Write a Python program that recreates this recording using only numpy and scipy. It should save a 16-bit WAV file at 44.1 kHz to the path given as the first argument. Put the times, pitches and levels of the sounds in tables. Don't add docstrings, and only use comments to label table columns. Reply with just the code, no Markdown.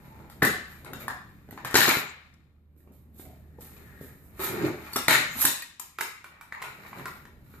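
import sys
import numpy as np
from scipy import signal
from scipy.fft import rfft, irfft
from scipy.io import wavfile

SR = 44100
rng = np.random.default_rng(int(sys.argv[2]) if len(sys.argv) > 2 else 0)


def store_pcm(level_fs):
    pcm = np.round(np.clip(level_fs, -1, 1) * 32767).astype(np.int16)
    wavfile.write(sys.argv[1], SR, np.atleast_2d(pcm).T)


def volts_from_db(level):
    exponent = np.asarray(level, float) / 20
    return 10 ** exponent


N = 335160

# (frequency [Hz], density [dB per Hz])
POLE_COLOUR = [(210, -31), (350, -7), (462, -11), (699, -5.5), (941, -2), (1340, -1.5), (1700, -3),
               (2330, -2), (3000, -19), (3900, -32), (6600, -120)]
# (frequency [Hz], density [dB per Hz])
HINGE_COLOUR = [(2000, -30.5), (2800, -9.5), (3900, -4.5), (5200, -11.5), (7000, -8), (12000, -42)]


def evened(x):
    return x / np.sqrt(np.mean(x ** 2) + 1e-20)


def read(points, hz):
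    f, value = np.transpose(points)
    return np.interp(np.log(hz + 1), np.log(f + 1), value)


def add(mix, s, sound):
    part = mix[..., round(s * SR):][..., :sound.shape[-1]]
    part += sound[..., :part.shape[-1]]


def shaped(x, gain):
    return irfft(rfft(x) * gain(np.fft.rfftfreq(x.shape[-1], 1 / SR)), x.shape[-1])


def body(modes, floor_db):
    def gain(hz):
        peaks = sum(volts_from_db(2 * db) / (1 + (2 * (hz - f) / width) ** 2) for f, width, db in modes)
        return np.sqrt(volts_from_db(2 * floor_db) + peaks)
    return gain


def band(lo_hz, hi_hz):
    return lambda hz: 1 / np.sqrt((1 + (lo_hz / (hz + 1)) ** 6) * (1 + (hz / hi_hz) ** 6))


def ports(a, b):
    # (frequency [Hz], share [0-1])
    likeness = [(60, 0.75), (180, 0.91), (550, 0.92), (1650, 0.02), (4970, 0.02), (15000, 0.02)]
    same = lambda hz: np.clip(read(likeness, hz), 0, 1)
    own = shaped(b, lambda hz: np.sqrt(1 - same(hz) ** 2))
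    return np.array([a, shaped(a, same) + own])


def hum():
    # (time [s], level [dB])
    rumble_level = [(0.0, -54), (0.53, -49), (0.778, -54), (1.14, -51), (1.54, -55.5), (1.88, -61.5),
                    (2.03, -66), (2.35, -60.5), (2.64, -63.5), (3.24, -53.5), (4.25, -53.5), (4.5, -53.5),
                    (5.44, -53), (5.5, -65), (6.01, -66), (6.86, -60.5), (7.09, -57), (7.6, -54)]
    # (frequency [Hz], density [dB per Hz])
    rumble_colour = [(20, -23), (45, -16.5), (80, -18), (130, -16), (200, -18.5), (300, -26.5), (660, -41),
                     (2200, -51.5), (4800, -66.5), (15000, -75)]
    # (time [s], level [dB])
    drone_level = [(0.0, -58.5), (0.8, -54.5), (1.5, -57), (2.0, -61), (2.6, -58), (3.3, -49), (4.2, -56),
                   (5.43, -54), (5.49, -74.5), (6.8, -63), (7.6, -55.5)]
    t = np.arange(N) / SR
    noise = shaped(rng.standard_normal((3, N)), lambda f: volts_from_db(read(rumble_colour, f)))
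    waver = evened(shaped(noise[2], band(.3, 6.5)))
    drone = (1 + 0.11 * waver) * np.sin(2 * np.pi * np.cumsum(76.5 + .3 * waver) / SR)
    rumble = volts_from_db(np.interp(t, *np.transpose(rumble_level))) * evened(ports(*noise[:2]))
    return rumble + volts_from_db(np.interp(t, *np.transpose(drone_level))) * drone


def garage(x):
    # (frequency [Hz], t60 [s])
    room_decay = [(100, 0.33), (330, 0.39), (900, 0.44), (2200, 0.57), (3100, 0.57), (4000, 0.54),
                  (6500, 0.48), (14000, 0.28)]
    # (delay [s], level [dB])
    echoes = [(.004, -9), (.008, -8), (0.011, -10), (0.02, -9), (0.026, -7)]
    out, turn, t_tail = np.zeros((2, N)), np.arange(N) / SR / .13, np.arange(SR) / SR
    for k in range(3):
        hz, t, z = signal.stft(rng.standard_normal((2, SR)), SR, nperseg=256)
        fall_db = -60 * t / read(room_decay, hz)[:, None]
        far_end = volts_from_db(0.62 * fall_db - 25.5) / (1 + (hz[:, None] / 4500) ** 4)
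        tail = signal.istft(z * (volts_from_db(fall_db) + far_end), SR, nperseg=256)[1][:, :SR]
        tail = ports(*tail) * np.clip(t_tail / 0.012 - .2, 0, 1)
        tail *= np.cos(np.linspace(0, np.pi / 2, SR)) ** .5
        tail /= np.linalg.norm(tail[0])
        for s, db in echoes:
            tail[[0, 1], round(s * SR) + rng.integers(0, 30, 2)] += volts_from_db(db - 7.0) * rng.choice([-1, 1])
        share = np.sqrt(2 / 3) * np.cos(2 * np.pi * (turn + k) / 3)
        out += signal.fftconvolve((x * share)[None], tail, axes=1)[:, :N]
    return out


def slips(per_s, spread_db, gain):
    sizes = volts_from_db(spread_db * np.minimum(rng.exponential(1, N), 4))
    happens = rng.random(N) < per_s / SR
    return evened(shaped(rng.standard_normal(N) * happens * sizes, gain))


def swell(s, rise_ms, fall_ms, db):
    t = np.arange(0, N + 32, 32)[:, None] / SR
    rising = (s - t) / np.maximum(rise_ms, 1)
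    falling = (t - s) / np.maximum(fall_ms, 1)
    away = 1000 * np.where(t < s, rising, falling)
    level = np.linalg.norm(volts_from_db(db - 7.0 - 10 * away), axis=1)
    return np.interp(np.arange(N) / SR, t[:, 0], level)


def weight_shifts():
    # (peak [s], rise [ms], fall [ms], rumble [dB])
    shifts = [(0.064, 69, 34, -52), (0.198, 44, 57, -44.5), (0.36, 46, 92, -53.5), (0.89, 45, 74, -39.5),
              (0.97, 44, 53, -45.5), (1.07, 77, 20, -41), (1.489, 3, 27, -41.5), (1.66, 39, 14, -42.5),
              (1.777, 3.8, 104, -29), (1.89, 16, 45, -36), (2.902, 55, 63, -56.5), (3.26, 64, 83, -50),
              (3.6, 4.2, 63, -51), (3.85, 300, 760, -58), (4.397, 3, 53, -40), (4.645, 100, 90, -30.5),
              (4.5, 36, 73, -40.5), (5.359, 3.9, 11, -34.5), (5.447, 2.8, 15, -35.5),
              (6.62, 27, 380, -52.5), (7.006, 130, 110, -43.5), (7.3, 180, 300, -60), (5.17, 31, 45, -41)]
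    # (frequency [Hz], width [Hz], level [dB])
    frame_modes = [(140, 20, -7.5), (223, 77, -13.5), (362, 63, -21)]
    rumble = slips(1500, 0.97, lambda f: body(frame_modes, -16)(f) * band(90, 650)(f))
    return swell(*np.transpose(shifts)) * rumble


def dragged_frame():
    # (peak [s], rise [ms], fall [ms], level [dB])
    drags = [
        (4.397, 4, 61, -33.5),
        (4.53, 35, 83, -33),
        (4.64, 49, 55, -26),
    ]
    thrum = slips(700, 2.0, lambda f: body([(375, 110, 0)], -60)(f) ** 2)
    return swell(*np.transpose(drags)) * thrum


def brushing():
    # (peak [s], rise [ms], fall [ms], level [dB], tone [Hz])
    strokes = [(0.16, 160, 170, -55.5, 890), (0.91, 42, 60, -52.5, 490), (1.82, 56, 58, -22.5, 1750),
               (2.1, 50, 110, -52, 1900), (3.2675, 24, 90, -50.5, 690), (3.62, 16, 52, -55, 804),
               (2.1, 60, 21, -36.5, 7100), (3.83, 105, 200, -58.5, 1800), (4.96, 4, 24, -34.5, 1300),
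               (4.05, 300, 49, -52.5, 1800), (5.425, 20, 20, -23, 11600), (5.3, 1.6, 68, -43, 6800),
               (7.1, 100, 110, -58, 12500), (1.02, 25, 32, -50, 13600), (6.3, 76, 150, -76.5, 11900),
               (4.7, 200, 190, -61, 11000), (3.8, 140, 150, -56, 406), (6.05, 53, 130, -47, 2140),
               (6.57, 24, 66, -43.5, 990), (6.66, 29, 57, -41.5, 1400), (7.6, 110, 59, -58.5, 1370)]
    out = np.zeros(N)
    for *stroke, hz in strokes:
        width_hz = min(0.21 * hz, 2000)
        out += swell(*stroke) * slips(9000, 1.0, lambda f: body([(hz, width_hz, 0)], -40)(f) ** 2)
    return out


def sliding():
    # (peak [s], rise [ms], fall [ms], scrape [dB], grit [dB])
    slides_open = [(0.05, 260, 210, -57, -61.5), (0.198, 73, 120, -55, -64.5), (0.311, 8, 82, -66, -56),
                   (0.41, 23, 12, -53, -65.5), (0.72, 69, 115, -51, -52.5), (0.861, 4.1, 25, -40, -68),
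                   (1.01, 18, 36, -40, -43.5), (1.28, 190, 720, -62.5, -66.5), (1.515, 3, 56, -57.5, -54),
                   (1.58, 2.6, 40, -46.5, -63), (1.66, 4, 19, -32, -47.5), (1.728, 17, 11, -37.5, -46.5),
                   (1.78, 8, 160, -29, -22), (1.888, 21, 27, -20, -27), (1.93, 52, 66, -24, -30.5)]
    # (peak [s], rise [ms], fall [ms], scrape [dB], grit [dB])
    slides_pull = [(2.775, 3.2, 80, -84, -62), (2.93, 6.9, 97, -70.5, -59), (3.2, 25, 44, -58, -42),
                   (3.3, 55, 180, -65.5, -60), (3.619, 15.5, 160, -56, -44), (3.78, 100, 230, -54, -62),
                   (4.08, 320, 83, -59.5, -56.5), (4.26, 180, 89, -100.5, -58), (4.021, 14, 68, -64, -45),
                   (4.4, 3.2, 84, -33.5, -36), (4.442, 25.5, 51, -32.5, -25.5), (4.55, 45, 87, -39, -49),
                   (4.666, 102, 31, -29, -43), (4.88, 160, 200, -42, -48.5), (5.424, 35, 8.5, -30, -18.5),
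                   (6.35, 80, 120, -52, -77), (6.61, 48, 15, -39.5, -63), (6.68, 8.4, 77, -45.5, -53),
                   (6.88, 114, 60, -45, -52.5), (6.99, 53, 51, -42.5, -49), (7.045, 30, 11, -47, -59),
                   (7.15, 11, 88, -53, -55), (7.55, 123, 104, -59, -56)]
    # (frequency [Hz], density [dB per Hz])
    scuff_colour = [(3500, -31), (5500, -13.5), (7500, -9), (10500, -4), (12300, -1), (16000, -5)]
    scrape = slips(3000, 4.1, lambda f: volts_from_db(read(POLE_COLOUR, f)) * band(450, 4500)(f))
    rasp = slips(5000, 3.0, lambda f: volts_from_db(read(HINGE_COLOUR, f)))
    hiss = slips(7700, 0.98, lambda f: volts_from_db(read(scuff_colour, f)))
    *shape, scrape_db, grit_db = np.transpose(slides_open + slides_pull)
    rasp_db = (scrape_db + grit_db) / 2 - 6.5
    return swell(*shape, scrape_db) * scrape + swell(*shape, grit_db) * hiss + swell(*shape, rasp_db) * rasp


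def struck(colour):
    hz = abs(np.fft.fftfreq(4096, 1 / SR))
    log_gain = np.log(volts_from_db(np.maximum(read(colour, hz), -60)))
    pulse = np.fft.ifft(np.exp(np.conj(signal.hilbert(log_gain)))).real[:2048]
    return pulse / abs(pulse).max()


def chatter(pulse, db, t60):
    rattle = rng.standard_normal(len(pulse)) * volts_from_db(db - 60 * np.arange(len(pulse)) / SR / t60)
    return signal.fftconvolve(rattle, pulse)[:len(pulse)]


def ring(hz, t60, phase, t):
    return np.sin(2 * np.pi * (hz * t + phase)) * volts_from_db(-60 * t / t60) * (1 - np.exp(-t / 0.00078))


def blow(bodies, knock_db, hz, thud_db, clink_db, tick_db):
    t = np.arange(2048) / SR
    tube, hinge, grit = bodies
    slab_modes = [(360, -4.0, 0.023), (258, -0.5, 0.018), (146, -11.5, 0.046)]  # (Hz, dB, t60 s)
    spread = .92 + 0.25 * rng.random(3)
    thud = sum(volts_from_db(db) * ring(f * k, t60, 0, t) for (f, db, t60), k in zip(slab_modes, spread))
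    contact = volts_from_db(knock_db - 13.5) * tube + volts_from_db(clink_db + 9.5) * hinge + volts_from_db(tick_db + 8.0) * grit
    hollow = volts_from_db(-13.0) * ring(hz, 0.029, 0, t) + volts_from_db(-11.0) * ring(1.2 * hz, 0.0043, 0, t)
    hollow += volts_from_db(-6.5) * np.sin(2 * np.pi * hz * t) * np.exp(-((t - .0016) / 0.00098) ** 2)
    brief = ring(hz, 0.006, 0, t)
    after = volts_from_db(knock_db - 5.5) * chatter(tube, -15.0, 0.03)
    after += volts_from_db(clink_db) * chatter(hinge, -3.5, 0.039)
    after += volts_from_db(tick_db) * chatter(grit, -6, 0.045)
    direct = contact + after + volts_from_db(knock_db) * hollow + volts_from_db(thud_db + 2) * thud
    to_room = contact + 0.48 * after + volts_from_db(knock_db) * brief + volts_from_db(thud_db - 6.5) * thud
    return np.array([direct, to_room])


def small_parts():
    # (time [s], frequency [Hz], level [dB], t60 [s])
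    buckles = [
        (4.934, 4450, -29.5, 0.064),
        (5.624, 1900, -34, 0.084),
        (5.622, 2470, -36, 0.077),
        (5.622, 4430, -37, 0.091),
        (5.622, 7500, -41, 0.053),
    ]
    # (time [s], frequency [Hz], level [dB], t60 [s])
    glints = [(0.933, 12000, -41.5, 0.026), (1.081, 11200, -26, 0.012), (1.509, 12300, -36, 0.012),
              (0.424, 140, -20.5, 0.073), (0.47, 220, -25, 0.091), (1.743, 350, -23, 0.04),
              (1.752, 413, -17.5, 0.05), (1.88, 387, -16.5, 0.051), (1.888, 330, -21.5, 0.046),
              (5.448, 335, -32, 0.05), (5.45, 198, -32, 0.06), (3.586, 491, -39, 0.048),
              (3.586, 850, -44.5, 0.04), (4.96, 404, -22, 0.04), (4.961, 3800, -30, 0.06),
              (5.083, 2100, -11, 0.0073), (5.622, 13100, -34, 0.012), (6.5235, 1920, -26, 0.01),
              (1.9, 2300, -19, 0.06), (1.95, 2130, -21, 0.065), (4.96, 8850, -30, 0.067),
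              (4.961, 5580, -24, 0.06), (5.4102, 11400, -12, 0.012), (5.4165, 12800, -17, 0.015),
              (5.425, 11300, -11, 0.015), (5.433, 11300, -14, 0.015), (5.4525, 10770, -7, 0.025),
              (5.4528, 11400, -19, 0.024), (5.798, 7170, -28, 0.03), (5.7961, 8600, -31.5, 0.037),
              (5.798, 1013, -42.5, 0.056), (6.011, 12900, -29, 0.04), (6.243, 2320, -44, 0.08),
              (6.413, 2306, -43.5, 0.057), (6.929, 1990, -48, 0.025), (7.059, 1437, -34.5, 0.093),
              (7.06, 1049, -33.5, 0.088)]
    out, t = np.zeros((2, N)), np.arange(8000) / SR
    for s, hz, db, t60 in buckles:
        add(out, s, volts_from_db(db) * ring(hz, t60, 0, t) * [[1], [.15]])
    for s, hz, db, t60 in glints:
        to_room = 0.7 * ring(hz, t60 / 4, 0, t)
        add(out, s, volts_from_db(db) * np.array([ring(hz, t60, 0, t), to_room]))
    return out


def frame_blows():
    # (time [s], knock [dB], knock tone [Hz], thud [dB], tick [dB])
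    kick = [(0.299, -38.5, 846, -73.5, -49), (0.4205, -15, 1300, -22, -41.5),
            (0.4225, -6, 1780, -39.5, -36.5), (0.427, -16.5, 1850, -12, -28), (0.431, -16.5, 782, -47, -25),
            (0.45, -13, 1710, -32.5, -21.5), (0.847, -38, 1062, -47, -44), (0.933, -24, 1400, -50, -40.5),
            (1.081, -19, 1121, -34, -36.5), (1.488, -43.5, 712, -37, -65), (1.509, -39, 1930, -50, -50),
            (1.527, -39, 616, -32.5, -62.5), (1.576, -28.5, 1058, -44.5, -57),
            (1.648, -21, 1115, -51.5, -36), (1.653, -25.5, 1700, -53.5, -37.5),
            (1.71, -29.5, 1139, -38.5, -38)]
    fall = [(1.743, -11, 1500, -18, -24.5), (1.754, -5, 1545, -16, -16.5), (1.759, -5.5, 1900, -26, -20.5),
            (1.769, -15.5, 1640, -34.5, -15.5), (1.815, -9.5, 1600, -34, -32.5),
            (1.83, -14.5, 1800, -34.5, -27.5), (1.843, -15, 2100, -36.5, -28.5),
            (1.805, -16, 1660, -29.5, -16), (1.854, -13, 1760, -34.5, -40.5),
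            (1.8785, -13.5, 1250, -25, -28), (1.884, -15, 1500, -26.5, -29.5),
            (1.891, -15.5, 1400, -21, -20), (1.9, -15, 2300, -51.5, -40), (1.91, -12, 2350, -50, -36.5),
            (1.94, -17.5, 2120, -50.5, -40), (1.97, -21, 2220, -20, -38.5), (2.051, -41.5, 1140, -38, -65)]
    steps = [(2.3395, -75.5, 1500, -61, -44), (2.764, -68, 725, -52, -74), (2.804, -62, 1820, -75, -69),
             (2.874, -52, 1095, -45.5, -75), (2.921, -72, 713, -60, -63), (3.146, -68.5, 612, -54.5, -59),
             (3.196, -43, 705, -36.5, -56), (3.253, -46, 598, -41.5, -53), (3.585, -60, 875, -41.5, -84),
             (3.608, -61, 870, -67, -43), (4.012, -51, 480, -29.5, -75), (4.393, -34.5, 1300, -37.5, -41.5)]
    pull = [(4.667, -40.5, 770, -38.5, -40.5), (4.924, -41, 933, -54.5, -44.5),
            (4.933, -36, 967, -42.5, -29.5), (4.959, -18.5, 1226, -28, -25), (4.963, -18, 1786, -30, -20),
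            (4.968, -18.5, 678, -35, -42.5), (5.082, -2, 2005, -18.5, -16), (5.108, -7, 1780, -35.5, -20.5),
            (5.13, -12, 1860, -31, -21.5), (5.356, -35.5, 1260, -51.5, -51),
            (5.389, -32.5, 1670, -66.5, -32), (5.41, -35, 1730, -73.5, -20), (5.416, -28, 1590, -70, -18),
            (5.423, -60.5, 1610, -55.5, -24.5), (5.442, -23, 915, -41.5, -42.5),
            (5.452, -13.5, 1754, -50.5, -9)]
    lift = [(5.622, -35, 2140, -75, -34), (5.797, -36, 1130, -56, -30.5), (5.986, -19.5, 1350, -56, -34.5),
            (6.009, -17, 1630, -40, -24.5), (6.013, -27, 2220, -51, -28.5), (6.243, -31, 1450, -67, -45),
            (6.411, -37, 1305, -54.5, -44), (6.523, -24.5, 1850, -45, -48), (6.619, -25.5, 1010, -47, -40),
            (6.624, -24, 2090, -47, -34.5), (6.639, -28, 950, -55, -59), (6.655, -33, 970, -59, -53),
            (6.85, -37, 1200, -45, -67), (6.93, -29, 1060, -64, -63), (6.973, -39, 1570, -40, -62),
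            (6.996, -32.5, 1200, -39, -60), (7.056, -22, 1470, -38, -36.5), (7.253, -38.5, 1750, -46, -54),
            (7.539, -43, 1437, -41, -76)]
    # (frequency [Hz], density [dB per Hz])
    bar_colour = [(150, -14), (250, -6), (460, -10), (650, -3), (1100, -6), (1700, -0.5), (2200, -9),
                  (3000, -23.5), (3900, -32), (6600, -120)]
    # (frequency [Hz], density [dB per Hz])
    grit_colour = [(3500, -30), (5500, -5), (7000, -5), (10000, -2.5), (16000, -5.5)]
    # blows, tube struck, hinge clink against the mean of knock and tick [dB]
    stages = [(kick, bar_colour, -12.5), (fall, POLE_COLOUR, -6), (steps, POLE_COLOUR, -12.5),
              (pull, POLE_COLOUR, -11), (lift, POLE_COLOUR, -15.5)]
    out = np.zeros((2, N))
    for rows, tube_colour, clink_db in stages:
        bodies = [struck(colour) for colour in (tube_colour, HINGE_COLOUR, grit_colour)]
        for s, knock_db, hz, thud_db, tick_db in rows:
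            hinge_db = (knock_db + tick_db) / 2 + clink_db
            add(out, s, blow(bodies, knock_db, hz, thud_db, hinge_db, tick_db))
    return out


def scene():
    # (time [s], left-right [dB], room share [dB])
    place = [(0.0, -1, 2.5), (1.21, 1, 0), (1.4, -2, 0.5), (1.7, 1, 0.9), (2.501, 1, -16.5),
             (2.75, -7.5, 1.5), (3.78, 2, -3), (4.258, -2.5, 6), (4.7, -2, 0.5), (4.9, 0, -0.5),
             (5.05, -2, 1), (5.25, 7.5, 14), (5.36, -2, 4.5), (5.6, -3.5, -6), (5.78, 10, 2.5),
             (5.94, -6, 0), (7.07, -1, 1), (7.6, -3, -0.5)]
    lift_lag_s, lift_from_s = 0.00012, 5.93
    t = np.arange(N) / SR
    s, pan_db, room_db = np.transpose(place)
    rubs = sliding() + brushing() + weight_shifts() + dragged_frame()
    blows = frame_blows() + small_parts()
    paths = rng.standard_normal(800) * np.exp(-t[:800] / 0.01)
    wide = ports(rubs, signal.oaconvolve(rubs, paths / np.linalg.norm(paths))[:N])
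    pan = volts_from_db(np.array([[.5], [-.5]]) * np.interp(t, s, pan_db))
    direct = (shaped(blows[0], band(58, 20000)) + volts_from_db(3.0) * wide) * pan
    moved = shaped(direct[0], lambda hz: np.exp(-2j * np.pi * hz * lift_lag_s))
    direct[0] = np.where(t < lift_from_s, direct[0], moved)
    sent = shaped(volts_from_db(5.0) * blows[1], band(100, 20000)) + volts_from_db(-3.0) * rubs
    return direct + garage(sent * volts_from_db(np.interp(t, s, room_db))) + hum()


def band_limit(x):
    return signal.sosfilt(signal.butter(12, 15780, fs=SR, output="sos"), x)


def record(dry):
    # (frequency [Hz], left-right [dB])
    balance = [(60, -2.5), (300, 2), (1000, 0), (2500, 3.5), (7000, 6), (12000, -4)]
    # (frequency [Hz], width [Hz], level [dB])
    capsule = [(3350, 240, -4), (6040, 490, -8.5), (10260, 1800, -3), (12100, 1200, 7)]
    # (time [s], level [dB])
    hush_level = [
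        (2.0, 0),
        (2.1, -20),
        (2.2, -30.5),
        (2.7, -8),
        (2.76, -1.5),
    ]
    hush_hz, edge_hz, left_lag_s = 5000, 14560, -0.000085
    side = np.array([[.5], [-.5]])

    def ports_gain(hz):
        colour_db = sum(db / (1 + (2 * (hz - f) / width) ** 2) for f, width, db in capsule)
        lag = np.exp(-2j * np.pi * hz * side * left_lag_s)
        return volts_from_db(side * read(balance, hz) + colour_db) * lag

    def edge(hz):
        return band(25, 20000)(hz) / (1 + np.exp(np.clip((hz - edge_hz) / 90, -50, 5.5)))

    hush = volts_from_db(np.interp(np.arange(N) / SR, *np.transpose(hush_level)))
    treble = shaped(dry, lambda hz: 1 / (1 + (hush_hz / (hz + 1)) ** 4))
    hushed = dry - (1 - hush) * treble
    overloaded = np.tanh(shaped(hushed, ports_gain))
    return band_limit(shaped(overloaded, edge))


dry = scene()
out = record(dry)
store_pcm(out)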